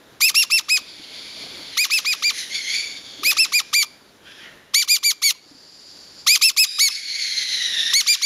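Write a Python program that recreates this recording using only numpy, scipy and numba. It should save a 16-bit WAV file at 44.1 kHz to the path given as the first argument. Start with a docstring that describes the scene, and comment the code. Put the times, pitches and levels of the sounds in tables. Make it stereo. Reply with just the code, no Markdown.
"""In a quiet, humming room, a parrot chick in a plastic tub peeps in groups of three or four, close by.
Each peep is a stack of whistled partials whose pitch arches up, then turns rough as it falls.
Long hoarse rasps and faint trails, mostly between the groups, are narrow bands of noise over breath.
Soft knocks and two faint beak clicks are short decaying tones, the hum is coloured noise,
and the walls add a faint echo."""
import sys
import numpy as np
from scipy import signal
from scipy.fft import rfft, irfft
from scipy.io import wavfile
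from scipy.ndimage import uniform_filter1d
from numba import njit

SR = 44100
rng = np.random.default_rng(int(sys.argv[2]) if len(sys.argv) > 2 else 0)


def wav_out(sig):
    """Save sig, one row per channel (or a flat mono array), as 16-bit PCM at SR to the path in sys.argv[1]."""
    wavfile.write(sys.argv[1], SR, np.round(np.clip(np.atleast_2d(sig).T, -1, 1) * 32767).astype(np.int16))


N = 363825  # samples

# Colour of the room hum: pitch_hz, relative level_db per Hz
HUM_COLOUR = [(15, -46), (25, -20.5), (297, -7.5), (631, -12), (722, -14.5), (1270, -16), (1530, -14),
              (2010, -19), (2770, -22), (3830, -17), (4380, -23), (13200, -32.5), (15500, -42)]
# Level of the hum as heard, drawn by hand, often lower after loud peeps:
# time_s, level_db before flicker and stereo difference
HUM_LEVEL = [(0.0, -50), (0.44, -53), (1.61, -44), (1.79, -52), (3.21, -48.5), (3.75, -53), (4.57, -49.5),
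             (4.85, -58), (5.17, -59.5), (5.51, -56), (6.2, -51), (6.55, -58), (7.05, -59), (7.79, -48.5),
             (8.02, -56), (8.25, -62)]
# Soft knocks against the tub, and two faint beak clicks near 1 kHz:
# start_s, level_db (upper limit of the peak), pitch_hz
KNOCKS_AND_CLICKS = [(0.997, -39, 302), (1.369, -41, 637), (1.437, -41, 663), (1.464, -41, 724),
                     (3.179, -43, 330), (3.195, -36, 300), (3.223, -37, 387), (3.25, -35.5, 294),
                     (3.27, -38.5, 544), (3.299, -41, 327), (3.33, -43, 600), (3.389, -43, 320),
                     (3.873, -49, 1064), (5.351, -48.5, 1020), (5.463, -46.5, 330), (5.512, -42, 286),
                     (5.549, -44, 275)]
ROOM_T60_S, ROOM_DB, ROOM_HZ = .55, -27.5, 4500  # time to fade by 60 dB, echo level, low-pass corner

# One row a stretch of rasp or breath with a steady balance; some rows continue the same sound.
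# The rows from 3.86 s and 5.35 s are faint hoarse trails after a peep, probably the room ringing on.
# Each row: (low_db, one_and_a_half_db, air_db, top_air_db), then its course.
# The four are relative levels: band at the pitch, at 1.54 x pitch, breath, treble breath.
# Course: time_s, pitch_hz, level_db (shared by all the layers)
RASPS = [ ((-7.5, -2.5, -16.5, -17.5), [(.8, 2400, -35), (.84, 2290, -40), (.9, 2330, -39),
         (1.09, 2170, -37.5), (1.14, 2200, -34), (1.3, 2290, -35), (1.39, 2270, -33.5), (1.71, 2210, -35.5),
         (1.76, 2020, -30)]), ((-4.5, -9, -5, -8.5), [(2.33, 2060, -34), (2.384, 2090, -25.5),
         (2.49, 1890, -35.5)]), ((-1.5, -5.5, -9, -16.5), [(2.51, 2100, -31.5), (2.562, 2270, -21),
         (2.658, 2080, -28.5), (2.748, 2260, -21), (2.85, 2274, -28), (2.97, 2240, -39.5),
         (3.12, 2260, -51)]), ((-11, 3.5, -10.5, -21), [(2.9, 2340, -45), (3.02, 2290, -40.5),
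         (3.22, 2190, -37.5)]), ((-12, -20, -29, -15), [(3.86, 2330, -41), (3.98, 2350, -54),
         (4.1, 2264, -57)]), ((-1.5, -5.5, -11, -19), [(4.2, 1530, -64), (4.28, 1610, -43),
         (4.38, 1710, -41), (4.45, 1470, -43.5), (4.55, 1450, -56)]), ((18.5, 14, -5, -25),
         [(4.4, 1950, -71), (4.45, 1950, -54.5), (4.56, 1830, -68), (4.73, 1900, -73)]),
         ((-12, -16, -22, -36), [(5.35, 2200, -45), (5.384, 2160, -51), (5.41, 2220, -61)]),
         ((-41, -35, -13.5, -21.5), [(5.43, 2280, -51), (5.5, 2360, -46), (5.87, 2370, -40),
         (6.1, 2320, -40), (6.26, 2390, -39.5)]), ((-12.5, -6.5, -15, -16), [(6.665, 2450, -26.5),
         (6.78, 2470, -24.5), (6.9, 2606, -24), (7.0, 2550, -38), (7.07, 2560, -68)]),
         ((-7.5, -14.5, -12, -20.5), [(6.92, 2200, -29.5), (7.07, 2210, -26), (7.11, 2150, -24.5),
         (7.135, 2130, -27), (7.18, 2210, -20), (7.29, 2136, -20), (7.42, 2080, -19), (7.6, 1986, -19),
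         (7.77, 1820, -19), (7.93, 1846, -18.5)]), ]
# Base widths_hz of the noise bands at 1, 1.54, 2 and 3 x pitch, before the blur factor
RASP_WIDTH_HZ = 175., 300., 310., 500.
# Blur stretch by stretch: width_factor; breathy ones blur, hoarse ones sharpen
RASP_BLUR = [1.9, 1.3, .72, 1.1, .9, 1.2, 1.6, 1.8, 1.6, .45, .88]
RASP_FADE_S = .02
# Colour of the breath: pitch_hz, relative level_db per Hz
BREATH_COLOUR = [(530, -55), (900, -46), (1590, -7), (3500, -3), (4530, -2.5), (5510, -0.5), (7600, -13),
                 (9880, -58), (16700, -120)]
# Colour of the treble breath: pitch_hz, relative level_db per Hz
TREBLE_BREATH_COLOUR = [(5180, -33), (8800, -5), (10100, 1.5), (14000, -23), (14800, -25), (15600, -63)]
# Breath wherever no stretch of RASPS sounds: time_s, level_db before the stereo spread
BETWEEN = [(.2, -43), (.66, -46), (1.88, -34.5), (2.2, -35.5), (3.35, -32.5), (3.7, -44.5), (4.87, -83),
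           (5.2, -80), (6.4, -46), (6.55, -64), (8.04, -30.5), (8.2, -32)]

# One row a peep: start_s, length_s, pitch_hz (mid-arch guide), lean and bow of the arch (per length),
# rise and turn (rise time and start of the fall, as shares of length), level_db,
# onset_db and ending_db (relative to level_db, scaled below), second_db (overtones), half_db (half-pitch lines)
PEEPS = [(0.206, 0.095, 2586, 0.2, -0.048, 0.047, 0.75, -11, -2.5, -8.5, -3, -16.5),
         (0.344, 0.092, 2793, -0.0034, 0.58, 0.046, 0.85, -10.5, -2.5, -7.5, 0.5, -22),
         (0.501, 0.095, 2703, -0.033, 0.43, 0.057, 0.78, -10, -5, -10, -1.5, -33),
         (0.685, 0.092, 2550, -0.061, 0.16, 0.084, 0.88, -11.5, -4.5, -7.5, -3, -28),
         (1.77, 0.084, 2472, 0.11, 0.79, 0.023, 0.8, -13, 0.0, -4, -1, -22),
         (1.9, 0.089, 2645, 0.0065, 0.84, 0.052, 0.9, -11.5, -3, -5, 0, -26),
         (2.048, 0.088, 2506, -0.0062, 0.72, 0.048, 0.88, -14, -2.5, -2.5, -0.5, -30),
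         (2.223, 0.084, 2408, -0.04, 0.2, 0.1, 0.84, -11, -4, -6.5, 1, -29),
         (3.233, 0.084, 2500, 0.19, 0.56, 0.052, 0.9, -8.5, -5.5, -5.5, -1, -30),
         (3.368, 0.084, 2684, -0.02, 0.66, 0.082, 0.93, -8, -6, -11.5, 1, -45),
         (3.522, 0.081, 2455, -0.045, 0.76, 0.05, 0.83, -10, -6, -10.5, -3.5, -35),
         (3.73, 0.099, 2385, -0.17, -0.078, 0.11, 0.93, -13, -1.0, -4.5, -3, -25.5),
         (4.737, 0.096, 2337, 0.07, 0.18, 0.054, 0.77, -15.5, 2.0, -3, 0, -15),
         (4.877, 0.093, 2438, -0.087, 0.74, 0.055, 0.84, -8.5, -6, -12.5, 3.5, -18),
         (5.029, 0.088, 2344, -0.15, 0.29, 0.075, 0.83, -12.5, -4, -5.5, 2, -24),
         (5.219, 0.09, 2249, -0.19, 0.024, 0.09, 0.88, -12, -4, -8, 0, -13.5),
         (6.266, 0.094, 2435, 0.2, 0.36, 0.058, 0.91, -11.5, -0.5, -3, 0, -18.5),
         (6.413, 0.089, 2682, -0.011, 0.72, 0.044, 0.86, -9, -2.5, -9.5, 3, -23),
         (6.565, 0.085, 2610, 0.012, 0.79, 0.05, 0.87, -8.5, -4.5, -9.5, 3, -30),
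         (6.786, 0.1, 2274, -0.077, 0.29, 0.08, 0.96, -12, -1.5, -7.5, 1, -32),
         (7.929, 0.086, 2250, 0.051, 0.71, 0.036, 0.88, -13, 0, -5, 1.5, -27),
         (8.063, 0.091, 2427, -0.12, 0.0052, 0.12, 0.79, -10.5, -3.5, -9, 4, -23),
         (8.215, 0.074, 2340, -0.0091, 0.7, 0.06, 0.8, -12.5, -3.5, -7, 3.5, -19)]
# Start of a peep: share_of_length, level_db relative to onset_db
LEVEL_IN = [(-.045, -47), (0.005, -13.5)]
# End of a peep: share_of_length, level_db relative to ending_db
LEVEL_OUT = [(1.08, -19.5), (1.18, -18.5), (1.27, -44)]
# Attack: share_of_length, factor on onset_db
ATTACK = [(.1, 2.5), (.22, 1.17), (.42, 0.48)]
# Release: share_of_length, factor on ending_db
RELEASE = [(.65, 0.4), (.85, 0.67), (0.997, 1)]
# Unevenness of the membrane: share_of_length, pitch_scatter (fraction of the pitch)
ROUGH = [(0, .06), (.1, .004), (.8, .004), (.93, .03), (1.05, .12)]
# Colour the beak gives voice and air: pitch_hz, relative level_db
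BEAK_COLOUR = [(800, -55), (1000, -23), (1170, 10.5), (1560, -14.5), (2400, 4.5), (3500, 5.5), (5000, 7),
               (6800, 3.5), (9500, -2.5), (12000, -0.5), (15500, -14.5)]
# The head turns and dips into the tub: time_s, left_delay_us, upper_pan_db (left minus right of
# partials 3 and 4), top_db (partials above 4), slack_db (extra level where the pitch is low)
HEAD = [(.2, -2, 10, 2, 1), (.7, -17, 0.5, -8, -1.1), (1.77, -68, 9, -5.5, -1),
        (2.23, -53.5, 3.5, -10, 1.5), (3.23, -70, 6.5, -0.2, 6.5), (3.37, -22, 2, -2.5, 6.5),
        (3.73, -23, 3.5, -2.5, 1.5), (4.74, -20, 2.5, 0.3, -4.5), (4.88, -7, 1.2, 2.8, -3.5),
        (5.22, -9, 3, 0, -2.5), (6.27, -14, 1, -0.5, 2.5), (6.57, 8, .1, 3, -2.5), (6.79, 4, -1, -1, -0.7),
        (7.93, 28, -2.5, -1.5, -3), (8.22, 30, -4, -1.5, -2.5)]
# Left minus right, for partials that reach 2300 Hz: dB with the head centred, dB per microsecond of delay
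LOW_PAN_DB, SECOND_PAN_DB = (-4.5, -0.1279), (-3, 0.02)
SLACK_HZ = 1149  # pitch of the slack membrane
ARCH_MIDDLE, TIGHTENS_AT, SLACK_AT = .55, 0.049, 1.05  # shares of the length
FALL_POWER = 1.2  # shape of the fall
KICK, KICK_WIDTH = 0.135, 0.0786  # upward jerk: pitch gain per unit of lean, share of the length
UPPER_DB = -0.22  # third and fourth partial against the second
AIR_DB, AIR_DB_PER_HALF_DB, USUAL_HALF_DB = -25, .5, -26  # air grows with the half-pitch lines

NOTCH_HZ, NOTCH_WIDTH_HZ, TOP_HZ = 8220, 1150, 15620  # cancelled band, upper limit

LEFT_RIGHT = np.array([[1], [-1]])  # opposite signs on the two sides


def undb(db):
    """Turn decibels into gain."""
    return 10 ** (np.asarray(db) / 20)


def unit(x):
    """Scale to an rms of 1."""
    return x / np.sqrt(np.mean(x ** 2))


def colour_db(table, hz):
    """Read a colour table on a log-frequency axis."""
    table_hz, db = np.transpose(table)
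    return np.interp(np.log(np.maximum(hz, 1)), np.log(table_hz), db)


def hiss(table):
    """Make noise with the spectrum of a colour table, rms 1."""
    hz = np.fft.rfftfreq(N, 1 / SR)
    spectrum = rfft(rng.standard_normal(N))
    return unit(irfft(spectrum * undb(colour_db(table, hz)), N))


def wobble(rate_hz):
    """Make a smooth random drift that changes about rate_hz times a second, rms 1."""
    k = max(int(SR / rate_hz), 1)
    smooth = uniform_filter1d(rng.standard_normal(N), k)
    return unit(uniform_filter1d(smooth, k))


def sides(x, pan_db):
    """Place a sound between left and right by a level difference."""
    return x * undb(np.array([pan_db, -pan_db]) / 2).reshape(2, -1)


@njit
def band(x, hz, width):
    """Resonate at a moving centre and width, with gain 1 at the centre (state-variable filter)."""
    y, b, l = np.empty(len(x)), 0., 0.  # output, band state, low state
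    for i in range(len(x)):
        g, k = np.tan(np.pi * hz[i] / SR), width[i] / hz[i]
        v = (b + g * (x[i] - l)) / (1 + g * (g + k))
        b, l, y[i] = 2 * v - b, l + 2 * g * v, k * v
    return y


def highpass(x, order, hz):
    """Weaken everything below hz."""
    return signal.sosfilt(signal.butter(order, hz, "high", fs=SR, output="sos"), x)


def hum():
    """Room noise, alike on both sides in the bass and less related in the treble."""
    mid, side = hiss(HUM_COLOUR), hiss(HUM_COLOUR)
    side = highpass(side, 1, 1200) + 0.53 * side + .5 * uniform_filter1d(side, size=300)
    flicker_db = 1.0 * wobble(14)
    level_db = np.interp(np.arange(N) / SR, *np.transpose(HUM_LEVEL)) + flicker_db
    return undb(level_db) * (mid + 0.4 * side * LEFT_RIGHT)


def room(x):
    """Walls return a faint dull tail, partly different on each side."""
    t = np.arange(SR) / SR
    fade = np.exp(-np.log(1000) * t / ROOM_T60_S)
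    tail = rng.standard_normal((2, SR)) * fade * (t > .004)
    tail = tail + 0.15 * tail[::-1]  # the close microphone ports share some of it
    tail = signal.sosfilt(signal.butter(1, ROOM_HZ, fs=SR, output="sos"), tail)
    tail = tail / np.sqrt(np.sum(tail ** 2, axis=1, keepdims=True))
    mono = x.mean(axis=0, keepdims=True)
    return undb(ROOM_DB) * signal.fftconvolve(mono, tail, axes=1)[:, :N]


def knocks_and_clicks():
    """Each soft knock on the tub or beak click is a tone that starts fast and dies away in a moment."""
    out, t = np.zeros(N), np.arange(SR // 10) / SR
    push = (1 - np.exp(-t / 0.00043)) * np.exp(-t / 0.011)
    for start_s, level_db, pitch_hz in KNOCKS_AND_CLICKS:
        i = int(start_s * SR)
        out[i:i + len(t)] += undb(level_db) * np.sin(2 * np.pi * pitch_hz * t) * push / push.max()
    return out


def rasp_tone(hz, width_hz):
    """Noise narrowed by two resonances round a hoarse pitch, rms 1."""
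    width = np.full(len(hz), width_hz)
    narrow = band(rng.standard_normal(len(hz)), hz, width)
    return unit(band(narrow, hz, 3 * width))


def rasps():
    """Rasps (air tearing past the slack membrane) and faint hoarse trails: noisy bands over breath."""
    t, out, busy = np.arange(N) / SR, np.zeros((2, N)), np.zeros(N)
    tremble = np.sin(2 * np.pi * 7.2 * t + 1.0 * wobble(1.25))  # the body shivers
    burst_db = 1.3 * wobble(75) + .7 * wobble(28) + 1.1 * tremble
    surge_db = 1.1 * np.array([wobble(40) for _ in RASP_WIDTH_HZ])  # each band on its own
    breath = [hiss(BREATH_COLOUR), hiss(BREATH_COLOUR)]
    treble = [hiss(TREBLE_BREATH_COLOUR), hiss(TREBLE_BREATH_COLOUR)]
    # left and right gains of two independent noises
    spread = (0.87 * np.array([[0.9], [0.72]]), 0.57 * np.array([[0.88], [-1.2]]))

    for (balance, course), blur in zip(RASPS, RASP_BLUR):
        low_db, one_and_a_half_db, air_db, top_air_db = balance
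        time_s, pitch_hz, level_db = np.transpose(course)
        i = np.arange(int((time_s[0] - RASP_FADE_S) * SR), int((time_s[-1] + RASP_FADE_S) * SR))
        from_edge_s = np.minimum(t[i] - t[i[0]], t[i[-1]] - t[i])
        fade = np.clip(from_edge_s / RASP_FADE_S, 0, 1)
        hz = np.interp(t[i], time_s, pitch_hz)
        gain = fade * undb(np.interp(t[i], time_s, level_db))
        # blurred stretches burst and surge less
        bursts = undb(burst_db[i] / max(blur, .8) ** .7)
        surges = undb(surge_db[:, i] / max(blur, .8))
        bands_db = (low_db, one_and_a_half_db, 0, air_db + 1.5)
        layers = list(zip((1, 1.54, 2, 3), bands_db, RASP_WIDTH_HZ, surges))
        for side, wide, high in zip(spread, breath, treble):
            bands = 0
            for multiple, db, width_hz, surge in layers:
                bands = bands + undb(db - 2.5) * surge * rasp_tone(multiple * hz, width_hz * blur)
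            # strong bands carry a broad skirt, so the breath has a lowest level
            air = undb(max(air_db + 2.0, -12)) * wide[i] + undb(top_air_db) * high[i]
            out[:, i] += side * gain * (bands * bursts + air * bursts ** .5)
        busy[i] = np.maximum(busy[i], fade)

    between = (t > BETWEEN[0][0]) * (1 - busy) * undb(np.interp(t, *np.transpose(BETWEEN)))
    out += between * sum(side * (wide + 0.18 * high) for side, wide, high in zip(spread, breath, treble))
    return sides(out, -1.4)


def arch(share, top_hz, lean, bow, rise, turn):
    """Pitch of a peep: quick rise from slack, bowed plateau, fall back to slack."""
    from_middle = share - ARCH_MIDDLE
    tight_hz = top_hz * (1 + lean * from_middle - bow * from_middle ** 2)
    # a climbing peep jerks up before it falls
    jerk = np.exp(-((share - turn) / KICK_WIDTH + 1.8) ** 2) - .3
    tight_hz = tight_hz * (1 + KICK * max(lean, 0) * jerk)
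    up = 1 - np.exp(-np.maximum(share - TIGHTENS_AT, 0) / rise)
    down = 1 - np.clip((share - turn) / (SLACK_AT - turn), 0, 1) ** FALL_POWER
    return uniform_filter1d(SLACK_HZ + (tight_hz - SLACK_HZ) * up * down, size=242, mode="nearest")


def swell(share, onset_db, ending_db):
    """Level of a peep in dB: attack, hold, release."""
    points = [(s, onset_db + db) for s, db in LEVEL_IN]
    points += [(s, factor * onset_db) for s, factor in ATTACK]
    points += [(s, factor * ending_db) for s, factor in RELEASE]
    points += [(s, ending_db + db) for s, db in LEVEL_OUT]
    return np.interp(share, *np.transpose(points))


def peeps():
    """The voice membrane tightens and slackens once a peep; slack, it beats unevenly."""
    out, scatter, shimmer = np.zeros((2, N)), wobble(1180), wobble(450)
    patchy, gusts_db = wobble(200), 3.5 * wobble(70)
    breath = highpass([hiss(BEAK_COLOUR), hiss(BEAK_COLOUR)], 4, 2100)
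    head_s, *head_columns = np.transpose(HEAD)
    for (start_s, length_s, top_hz, lean, bow, rise, turn,
         level_db, onset_db, ending_db, second_db, half_db) in PEEPS:
        late_us, upper_pan_db, top_db, slack_db = (np.interp(start_s, head_s, c) for c in head_columns)
        pan_db = [centre + slope * late_us for centre, slope in (LOW_PAN_DB, SECOND_PAN_DB)]
        pan_db.append(upper_pan_db)
        upper_db = second_db + UPPER_DB
        partials_db = [0, second_db, upper_db, upper_db, top_db]

        first, last = int((start_s - .06 * length_s) * SR), int((start_s + 1.5 * length_s) * SR)
        i = np.arange(first, min(last, N))
        share = (i / SR - start_s) / length_s
        hz = arch(share, top_hz, lean, bow, rise, turn)
        slackness = np.clip((1600 - hz) / 300, 0, 1)
        gain = undb(level_db + swell(share, onset_db, ending_db) + slack_db * slackness)
        rough = np.interp(share, *np.transpose(ROUGH))
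        phase = 2 * np.pi * np.cumsum(hz * (1 + rough * scatter[i])) / SR

        voice, power = 0, 0
        for k in np.arange(2, 28) / 2:  # partials and the half-pitch lines between them
            whole = int(np.ceil(k))
            is_half = k != whole
            db = colour_db(BEAK_COLOUR, k * hz) + partials_db[min(whole, 5) - 1] - 0.99 * max(k - 3, 0)
            # every other beat is weaker once the membrane is tight: lines at half pitch
            away_from_middle = np.clip(abs(share - .52) / .15 - 1.5, 0, 1)
            db = db + is_half * (half_db - 30 * away_from_middle)
            # half lines come and go
            size = undb(db) * (k * hz < SR * .4) * (patchy[i] if is_half else 1)
            lag = LEFT_RIGHT * np.pi * k * hz * late_us / 1e6  # half the delay on each side
            # long waves bend round the head and tub, so low pitches sit nearer the middle
            pan_index = min(whole, 3) - 1 if whole < 5 else 0
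            pan = pan_db[pan_index] * np.minimum(k * hz / 2300, 1) ** 2
            voice = voice - sides(size * np.cos(k * phase - lag + 0.466 * k * k), pan)
            power = power + size ** 2 / 2

        air_db = AIR_DB + gusts_db[i] + 170 * rough + AIR_DB_PER_HALF_DB * (half_db - USUAL_HALF_DB)
        air = undb(air_db) * (1.88 * breath[0, i] + .5 * breath[1, i] * LEFT_RIGHT)
        out[:, i] += gain * undb(0.77 * shimmer[i]) * (voice / np.sqrt(power) + air)
    return out


def scene():
    """Chick, its echo, the knocks and clicks, and the room hum."""
    chick = peeps() + rasps()
    return chick + room(chick) + knocks_and_clicks() + hum()


def record(dry):
    """The microphone housing cancels a narrow band; the top is cut steeply."""
    edges_hz = [NOTCH_HZ - NOTCH_WIDTH_HZ / 2, NOTCH_HZ + NOTCH_WIDTH_HZ / 2]
    notch = signal.butter(2, edges_hz, "bandstop", fs=SR, output="sos")
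    top_cut = signal.ellip(12, .2, 80, TOP_HZ, fs=SR, output="sos")
    return signal.sosfilt(top_cut, signal.sosfilt(notch, dry))


dry = scene()
out = record(dry)
wav_out(out)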